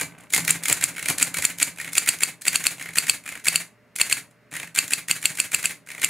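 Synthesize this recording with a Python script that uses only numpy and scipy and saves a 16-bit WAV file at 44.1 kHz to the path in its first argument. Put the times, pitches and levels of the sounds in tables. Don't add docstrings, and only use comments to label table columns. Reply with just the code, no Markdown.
import sys
import numpy as np
from scipy import signal
from scipy.fft import rfft, irfft
from scipy.io import wavfile

SR = 44100
rng = np.random.default_rng(int(sys.argv[2]) if len(sys.argv) > 2 else 0)


def to_wav(sig):
    pcm = np.clip(np.atleast_2d(sig), -1, 1) * 32767
    pcm = np.round(pcm).astype(np.int16)
    wavfile.write(sys.argv[1], SR, pcm.T)


N = 268745
TIME = np.arange(N) / SR


def undb(db):
    return 10 ** (np.asarray(db) / 20)


def unit(x):
    return x / np.sqrt(np.sum(x ** 2) + 1e-18)


def add(track, start_s, sound):
    i = int(start_s * SR)
    sound, i = sound[max(-i, 0):], max(i, 0)
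    track[i:i + len(sound)] += sound[:max(N - i, 0)]


def through(x, response):
    return signal.oaconvolve(x, response)[:len(x)]


def colour(curve, size=4096):
    hz, db = np.transpose(curve)
    bins_hz = np.maximum(np.arange(size // 2 + 1) * SR / size, 1)
    gain = undb(np.interp(np.log(bins_hz), np.log(hz), db))
    cepstrum = irfft(np.log(gain))
    cepstrum[1:size // 2] *= 2
    cepstrum[size // 2 + 1:] = 0
    return unit(irfft(np.exp(rfft(cepstrum))))


def fade(t60):
    t = np.arange(int(t60 * SR) + 2) / SR
    return np.exp(-np.log(1000) * t / t60)


def ringing(modes):
    t = TIME[:SR // 2]
    ring = 0
    for hz, db, t60 in modes:
        envelope = undb(db) * np.exp(-np.log(1000) * t / t60)
        ring = ring + envelope * np.sin(2 * np.pi * hz * t + rng.uniform(0, 2 * np.pi))
    return unit(ring)


def contact(t60, rise):
    decay = fade(t60)
    attack = (1 - np.exp(-TIME[:len(decay)] / rise)) ** 2
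    return unit(decay * attack * rng.standard_normal(len(decay)))


def chatter(length_s, rate, spread_db, t60):
    n = max(int(length_s * SR), 2)
    hits = np.zeros(n)
    slots = np.arange(int(length_s * rate) + 1)
    jitter, strength = rng.random((len(slots), 2)).T
    onsets = ((slots + jitter) / len(slots) * (n - 1)).astype(int)
    hits[onsets] = undb(spread_db * strength) ** 2
    power = np.abs(signal.fftconvolve(hits, fade(t60) ** 2))
    return unit(np.sqrt(power)) * np.sqrt(n)


def resonate(push, modes):
    out = 0
    for hz, width, db in modes:
        b, a = signal.iirpeak(hz, hz / (1.25 * width), fs=SR)
        out = out + undb(db) * unit(signal.lfilter(b, a, signal.lfilter(b, a, push)))
    return unit(out)


def wash(x, t60):
    decay = fade(t60)
    tail = unit(decay * (1 - np.exp(-TIME[:len(decay)] / .0018)))
    energy = np.abs(through(x ** 2, tail ** 2))
    return np.sqrt(energy) * rng.standard_normal(N)


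def follow(cues, parts):
    return [(s + delay, *(db + np.array(levels))) for s, db in cues for delay, *levels in parts]


# pitch_hz, level_db
HUM_TONES = [(118.4, -66), (425.3, -75), (597.5, -69.5), (2110, -84.5), (2750, -81.5)]
# freq_hz, gain_db
BELT_EQ = [(30, -20.5), (80, -11), (130, -4.5), (240, -0.5), (330, -11.5), (440, -6), (520, -13), (620, -7),
           (750, -16.5), (2100, -11.5), (3300, -27), (15000, -37.5)]
def motor():
    out = undb(-59.5) * through(rng.standard_normal(N), colour(BELT_EQ))
    for hz, db in HUM_TONES:
        waver = np.cumsum(rng.standard_normal(N)) * .00028 * np.sqrt(hz)
        out = out + undb(db) * np.sqrt(2) * np.sin(2 * np.pi * hz * TIME + waver)
    return out


# freq_hz, gain_db
FRAME_EQ = [(250, -9.5), (800, -14.5), (1500, -4), (2300, -2), (3300, -6.5), (4400, -2), (5400, -7.5),
            (6200, -1.5), (7200, -3), (8500, -4), (10500, -2), (13000, -8.5), (15500, -12)]
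# pitch_hz, level_db, t60_s
STEEL_RING = [(2108, -4, .16), (2320, -4, .15), (2587, -4.5, 0.18), (4050, -2, .13), (4560, -1.5, .14),
              (6100, -6.5, .16), (7260, -6, 0.2), (7700, -11, .15), (9400, -11, .16)]
def frame(levers, strikes):
    shaken = undb(-4) * levers + undb(-13.5) * strikes
    low, high = (signal.butter(4, 3400, kind, fs=SR, output="sos") for kind in ("low", "high"))
    plates = signal.sosfilt(low, wash(signal.sosfilt(low, shaken), t60=.24))
    springs = signal.sosfilt(high, wash(signal.sosfilt(high, shaken), t60=.195))
    room = through(shaken, contact(t60=.21, rise=.003))
    tail = through(plates + undb(-4) * springs + undb(-6.5) * room, colour(FRAME_EQ))
    steel = through(undb(-18.5) * levers + undb(-26.5) * strikes, ringing(STEEL_RING))
    return tail + steel


# delay_s, offset_db
LETTER_THUD = [(.048, -20.5)]
SPACE_THUD = [(.03, -47), (.068, -45)]
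SHIFT_THUD = [(.043, -29)]
def thud_cues():
    db_per_letter = -.6
    letters = [(s, swing_db + db_per_letter * i) for i, (s, _, swing_db, _) in enumerate(LETTER_CUES)]
    shifts = [(s, db) for s, _, db in SHIFT_CUES]
    return follow(letters, LETTER_THUD) + follow(SPACE_CUES, SPACE_THUD) + follow(shifts, SHIFT_THUD)


# freq_hz, gain_db
WOOD_EQ = [(25, -25), (55, -23), (85, -9), (125, -3), (170, 3.5), (205, -12.5), (285, -1.5), (370, -12.5),
           (600, -11), (1200, -11.5), (3000, -50)]
THUD_EQ = [(30, -21), (55, -13), (85, 3), (160, -1), (260, -8.5), (420, -4.5), (800, -5), (1400, -9),
           (3000, -42.5)]
# pitch_hz, level_db, t60_s
BENCH_BOOM = [(168.6, 5.5, 0.49), (278, -0.5, .3)]
CARRIAGE_RING = [(1533, -2, .6), (1775, -9, .3), (2332, -7, .4), (3165, -10.5, .3)]
def bench(force):
    knocks, carriage = np.zeros((2, N))
    wood, heavy, ring = colour(WOOD_EQ), colour(THUD_EQ), ringing(CARRIAGE_RING)
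    for s, db in thud_cues():
        thud = unit(signal.fftconvolve(contact(t60=.062, rise=.002), heavy))
        add(knocks, s - .002, undb(db + 25) * thud)
        add(carriage, s, undb(db + 17) * ring)
    for s, blow_db, _, _ in LETTER_CUES:
        knock = unit(signal.fftconvolve(contact(t60=.025, rise=.00075), wood))
        add(knocks, s - .001, undb(blow_db - 12) * knock)
    direct = knocks + through(force, wood)
    boom = through(wash(direct, t60=.29), ringing(BENCH_BOOM))
    tail = through(wash(direct, t60=.51), wood)
    return direct + carriage + undb(-6) * (boom + tail)


# from_s, to_s, clatter_db, jingle_db, rumble_db
KEY_SHAKE = (-.009, .004, -18, -10, -23)
SPACE_SHAKE = (-.046, .088, -43.5, -40.5, -49.5)
SHIFT_SHAKE = (.018, .068, -33.5, -26, -35)
SHIFT_TAIL = (.068, .3, -51, -58, -48)
def rattle_cues():
    moves = [(s, db, KEY_SHAKE) for s, db in KEY_CUES]
    moves += [(s, db, SPACE_SHAKE) for s, db in SPACE_CUES]
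    moves += [(s, db, part) for s, _, db in SHIFT_CUES for part in (SHIFT_SHAKE, SHIFT_TAIL)]
    return [(s + start, s + end, *(db + np.array(levels))) for s, db, (start, end, *levels) in moves]


# start_s, level_db
KEY_CUES = [(0.185, -49), (0.207, -48), (0.237, -52), (0.304, -35.5), (0.325, -29), (0.346, -15),
            (0.449, -25), (0.636, -25), (1.027, -30), (1.183, -21.5), (1.585, -29.5), (1.932, -26),
            (2.187, -36), (2.419, -32), (2.936, -39), (3.446, -30), (3.961, -26), (4.311, -57), (4.75, -28),
            (4.879, -31), (5.216, -38), (5.353, -34), (5.997, -37)]
# start_s, level_db
SPACE_CUES = [(0.994, 1), (1.813, 0.5), (2.825, -1), (3.29, -0.5), (4.566, 2), (5.916, -4)]
# start_s, trip_db, landing_db
SHIFT_CUES = [(-0.03, -25, -3.5), (0.336, -15.5, -0.5), (0.656, -21.5, 0.5), (1.058, -23.5, 0),
              (1.343, -24, -4.5)]
# delay_s, clack_db, tick_db
KEY_CLACK = [(0, -10, 0)]
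SPACE_CLACKS = [(-.052, -49, -46), (-.028, -32.5, -36), (-.013, -29.5, -34.5), (0, -31.5, -31.5),
                (.033, -30.5, -35), (.064, -32, -37), (.108, -42, -44)]
TRIP_CLACK = [(0, 0, 0)]
LANDING_CLACKS = [(.027, -24, -18.5), (.042, -21.5, -18)]
LATCH_CLACK = [(-.0275, -1.5, 1.5)]
CAM_CLACK = [(-.014, -6, -9)]
def clack_cues():
    latches = follow([(s, db) for s, _, _, db in LETTER_CUES], LATCH_CLACK)
    cams = follow([(s, db) for s, _, db, _ in LETTER_CUES], CAM_CLACK)
    trips = follow([(s, db) for s, db, _ in SHIFT_CUES], TRIP_CLACK)
    landings = follow([(s, db) for s, _, db in SHIFT_CUES], LANDING_CLACKS)
    spaces, keys = follow(SPACE_CUES, SPACE_CLACKS), follow(KEY_CUES, KEY_CLACK)
    return latches + cams + trips + landings + spaces + keys


def lever_clacks():
    dull, bright = np.zeros((2, N))
    for s, clack_db, tick_db in clack_cues():
        tap = np.pad(contact(t60=.017, rise=.00061), (0, SR // 20))
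        note = resonate(tap, [(rng.uniform(1750, 2550), 90, 0)])
        add(dull, s - .001, undb(clack_db + 21.5) * contact(t60=.021, rise=.0008))
        add(dull, s - .001, undb(clack_db + 5) * note)
        add(bright, s - .001, undb(tick_db + 22.5) * contact(t60=.017, rise=.00084))
        add(bright, s + .0005, undb(1.4 * tick_db + 25) * contact(t60=.004, rise=.0002))
        add(bright, s - .005, undb(tick_db + 11.5) * contact(t60=.014, rise=.0024))
    return dull, bright


# freq_hz, gain_db
CLACK_EQ = [(250, -26.5), (500, -21.5), (1100, -17.5), (1450, -4), (1920, 0), (2330, -0.5), (2900, -8),
            (3700, -16), (5000, -30)]
TICK_EQ = [(2000, -17.5), (3300, -8), (4500, -8), (5300, -11), (6200, -6), (7250, -0.5), (8400, -2.5),
           (10200, -1.5), (12500, -11.5), (15500, -13)]
def linkage():
    dull, bright = lever_clacks()
    power = np.zeros((3, N))

    def shake(start_s, envelope, levels_db):
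        for band, db in zip(power, levels_db):
            add(band, start_s, (undb(db) * envelope) ** 2)

    for s, _, swing_db, _ in LETTER_CUES:
        swing = undb(swing_db) * chatter(.016, rate=350, spread_db=5, t60=.014)
        swing *= np.minimum(TIME[:len(swing)] / .0029, 1)
        shake(s - .0175, swing, (-4, -3.5, -18))
        add(bright, s - rng.uniform(.0032, .0088), undb(swing_db + 22) * contact(t60=.011, rise=.0012))
        shake(s + .0065, chatter(.016, rate=200, spread_db=13, t60=.013), (-42.5, -39.5, -57.5))
        shake(s + .036, chatter(.018, rate=250, spread_db=9, t60=.092), (-35.5, -33.5, -44.5))
    for start, end, clatter_db, jingle_db, rumble_db in rattle_cues():
        rattle = chatter(end - start, rate=140, spread_db=13, t60=.022)
        shake(start, rattle, (clatter_db - 2, jingle_db - 7, rumble_db - 3))
    clatter, jingle, rumble = np.sqrt(power) * rng.standard_normal((3, N))
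    levers = through(dull + clatter, colour(CLACK_EQ)) + through(bright + jingle, colour(TICK_EQ))
    return levers, rumble


# pitch_hz, nominal_width_hz, level_db, loudest_at_letter, half_gain_reach_letters
PLATEN_KNOCK = [(1560, 560, -9, 11, 20), (2000, 400, -10, 0, 9), (2316, 290, -5, 12, 14),
                (2590, 420, 4.5, 18, 13), (3070, 500, -13, 13, 16), (4510, 215, 3.5, 14, 8.2)]
def platen(blow, letter):
    detunes = 1 + rng.uniform(-.016, .016, len(PLATEN_KNOCK))
    knock = 0
    for (hz, width, db, place, reach), detune in zip(PLATEN_KNOCK, detunes):
        nearness = .5 ** (((letter - place) / reach) ** 2)
        knock = knock + undb(db) * nearness * resonate(blow, [(hz * detune, width, 0)])
    return knock


# pitch_hz, nominal_width_hz, level_db
BAR_CRACK = [(7516, 440, 9.5), (8124, 900, 13.5), (8730, 900, 7.5), (10700, 1400, 9), (14340, 2500, -1.5)]
# start_s, blow_db, swing_db, latch_db
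LETTER_CUES = [(0.5056, -8, -20.5, -18), (0.7265, -8.5, -24, -26), (0.8389, -9, -25.5, -26.5),
               (1.2266, -7, -21, -25), (1.4508, -8.5, -25, -24), (1.6277, -9, -21.5, -25),
               (1.9804, -8, -22, -25), (2.0887, -8, -22, -29.5), (2.2339, -10, -25, -29),
               (2.4805, -10, -23, -29), (2.5571, -12, -23.5, -28), (2.6675, -11, -24, -26),
               (2.9844, -9.5, -22, -26), (3.0961, -9, -26, -29), (3.483, -10, -21, -27.5),
               (3.5577, -11, -28, -31), (4.0136, -9.5, -22.5, -28), (4.1257, -11.5, -24, -26),
               (4.788, -10, -21.5, -26), (4.9346, -12.5, -26, -28), (5.1112, -11.5, -24.5, -28),
               (5.2553, -9.5, -28, -31), (5.4003, -11.5, -27, -31), (5.5457, -11, -25.5, -30),
               (5.6559, -13, -24.5, -30), (6.0448, -11, -22.5, -25.5)]
def type_strikes():
    out = np.zeros(N)
    for letter, (s, blow_db, _, _) in enumerate(LETTER_CUES):
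        blow, shiver = np.zeros((2, SR // 20))
        blow[0] = 1
        add(blow, 0, undb(-7) * contact(t60=.004, rise=.0003))
        add(blow, rng.uniform(.006, .0088), undb(-17.5) * contact(t60=.0064, rise=.00022))
        add(shiver, 0, contact(t60=.004, rise=.0006))
        add(shiver, rng.uniform(.001, .002), undb(-9) * contact(t60=.013, rise=.0003))
        add(shiver, rng.uniform(.0037, .008), undb(-27.5) * contact(t60=.008, rise=.0003))
        add(out, s, undb(blow_db + 22) * resonate(shiver, BAR_CRACK))
        add(out, s, undb(blow_db + 15) * platen(blow, letter))
    return out


# freq_hz, gain_db
SIDE_EQ = [(40, -4), (110, -14), (180, -18), (300, -16), (550, -14.5), (1000, -13.5), (2200, -30),
           (3200, -17.5), (4200, -5.5), (5500, -11.5), (7800, -32), (10000, -16), (12500, -5.5),
           (15000, -7.5)]
def spread(x):
    lead = SR // 200
    scatter = rfft(contact(t60=.012, rise=.001), SR // 8)
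    phase_smear = np.roll(irfft(scatter / np.abs(scatter)), lead)[:SR // 30]
    smeared = through(x, unit(phase_smear))
    return np.roll(through(smeared, colour(SIDE_EQ)), -lead)


# freq_hz, gain_db
BLOW_SPREAD_EQ = [(30, -24.5), (100, -4.5), (250, 1.5), (600, -2), (1200, -3.5), (3000, -21), (8000, -41.5)]
def scene():
    levers, rumble = linkage()
    strikes = type_strikes()
    diffuse = frame(levers, strikes) + motor()
    mid = strikes + levers + diffuse + bench(rumble)
    side = undb(-5.5) * spread(diffuse + undb(-6) * levers + undb(-13.5) * strikes)
    side += undb(-18) * through(strikes, colour(SIDE_EQ))
    side += undb(-24) * through(wash(diffuse + levers, t60=.012), colour(SIDE_EQ))
    side += undb(-11.5) * bench(wash(rumble, t60=.015))
    blow_spread = through(wash(strikes + undb(-2.5) * levers, t60=.016), colour(BLOW_SPREAD_EQ))
    side += undb(-25.5) * blow_spread
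    return np.array([mid + side, mid - side])


def record(dry):
    ceiling, notch_hz, low_cut_hz, high_cut_hz = 1.05, 7840, 55, 15500
    rounded = ceiling * np.tanh(dry / ceiling)
    notched = signal.lfilter(*signal.iirnotch(notch_hz, Q=90, fs=SR), rounded)
    thinned = signal.sosfilt(signal.butter(1, low_cut_hz, "high", fs=SR, output="sos"), notched)
    return signal.sosfilt(signal.ellip(8, .2, 70, high_cut_hz, fs=SR, output="sos"), thinned)


dry = scene()
out = record(dry)
to_wav(out)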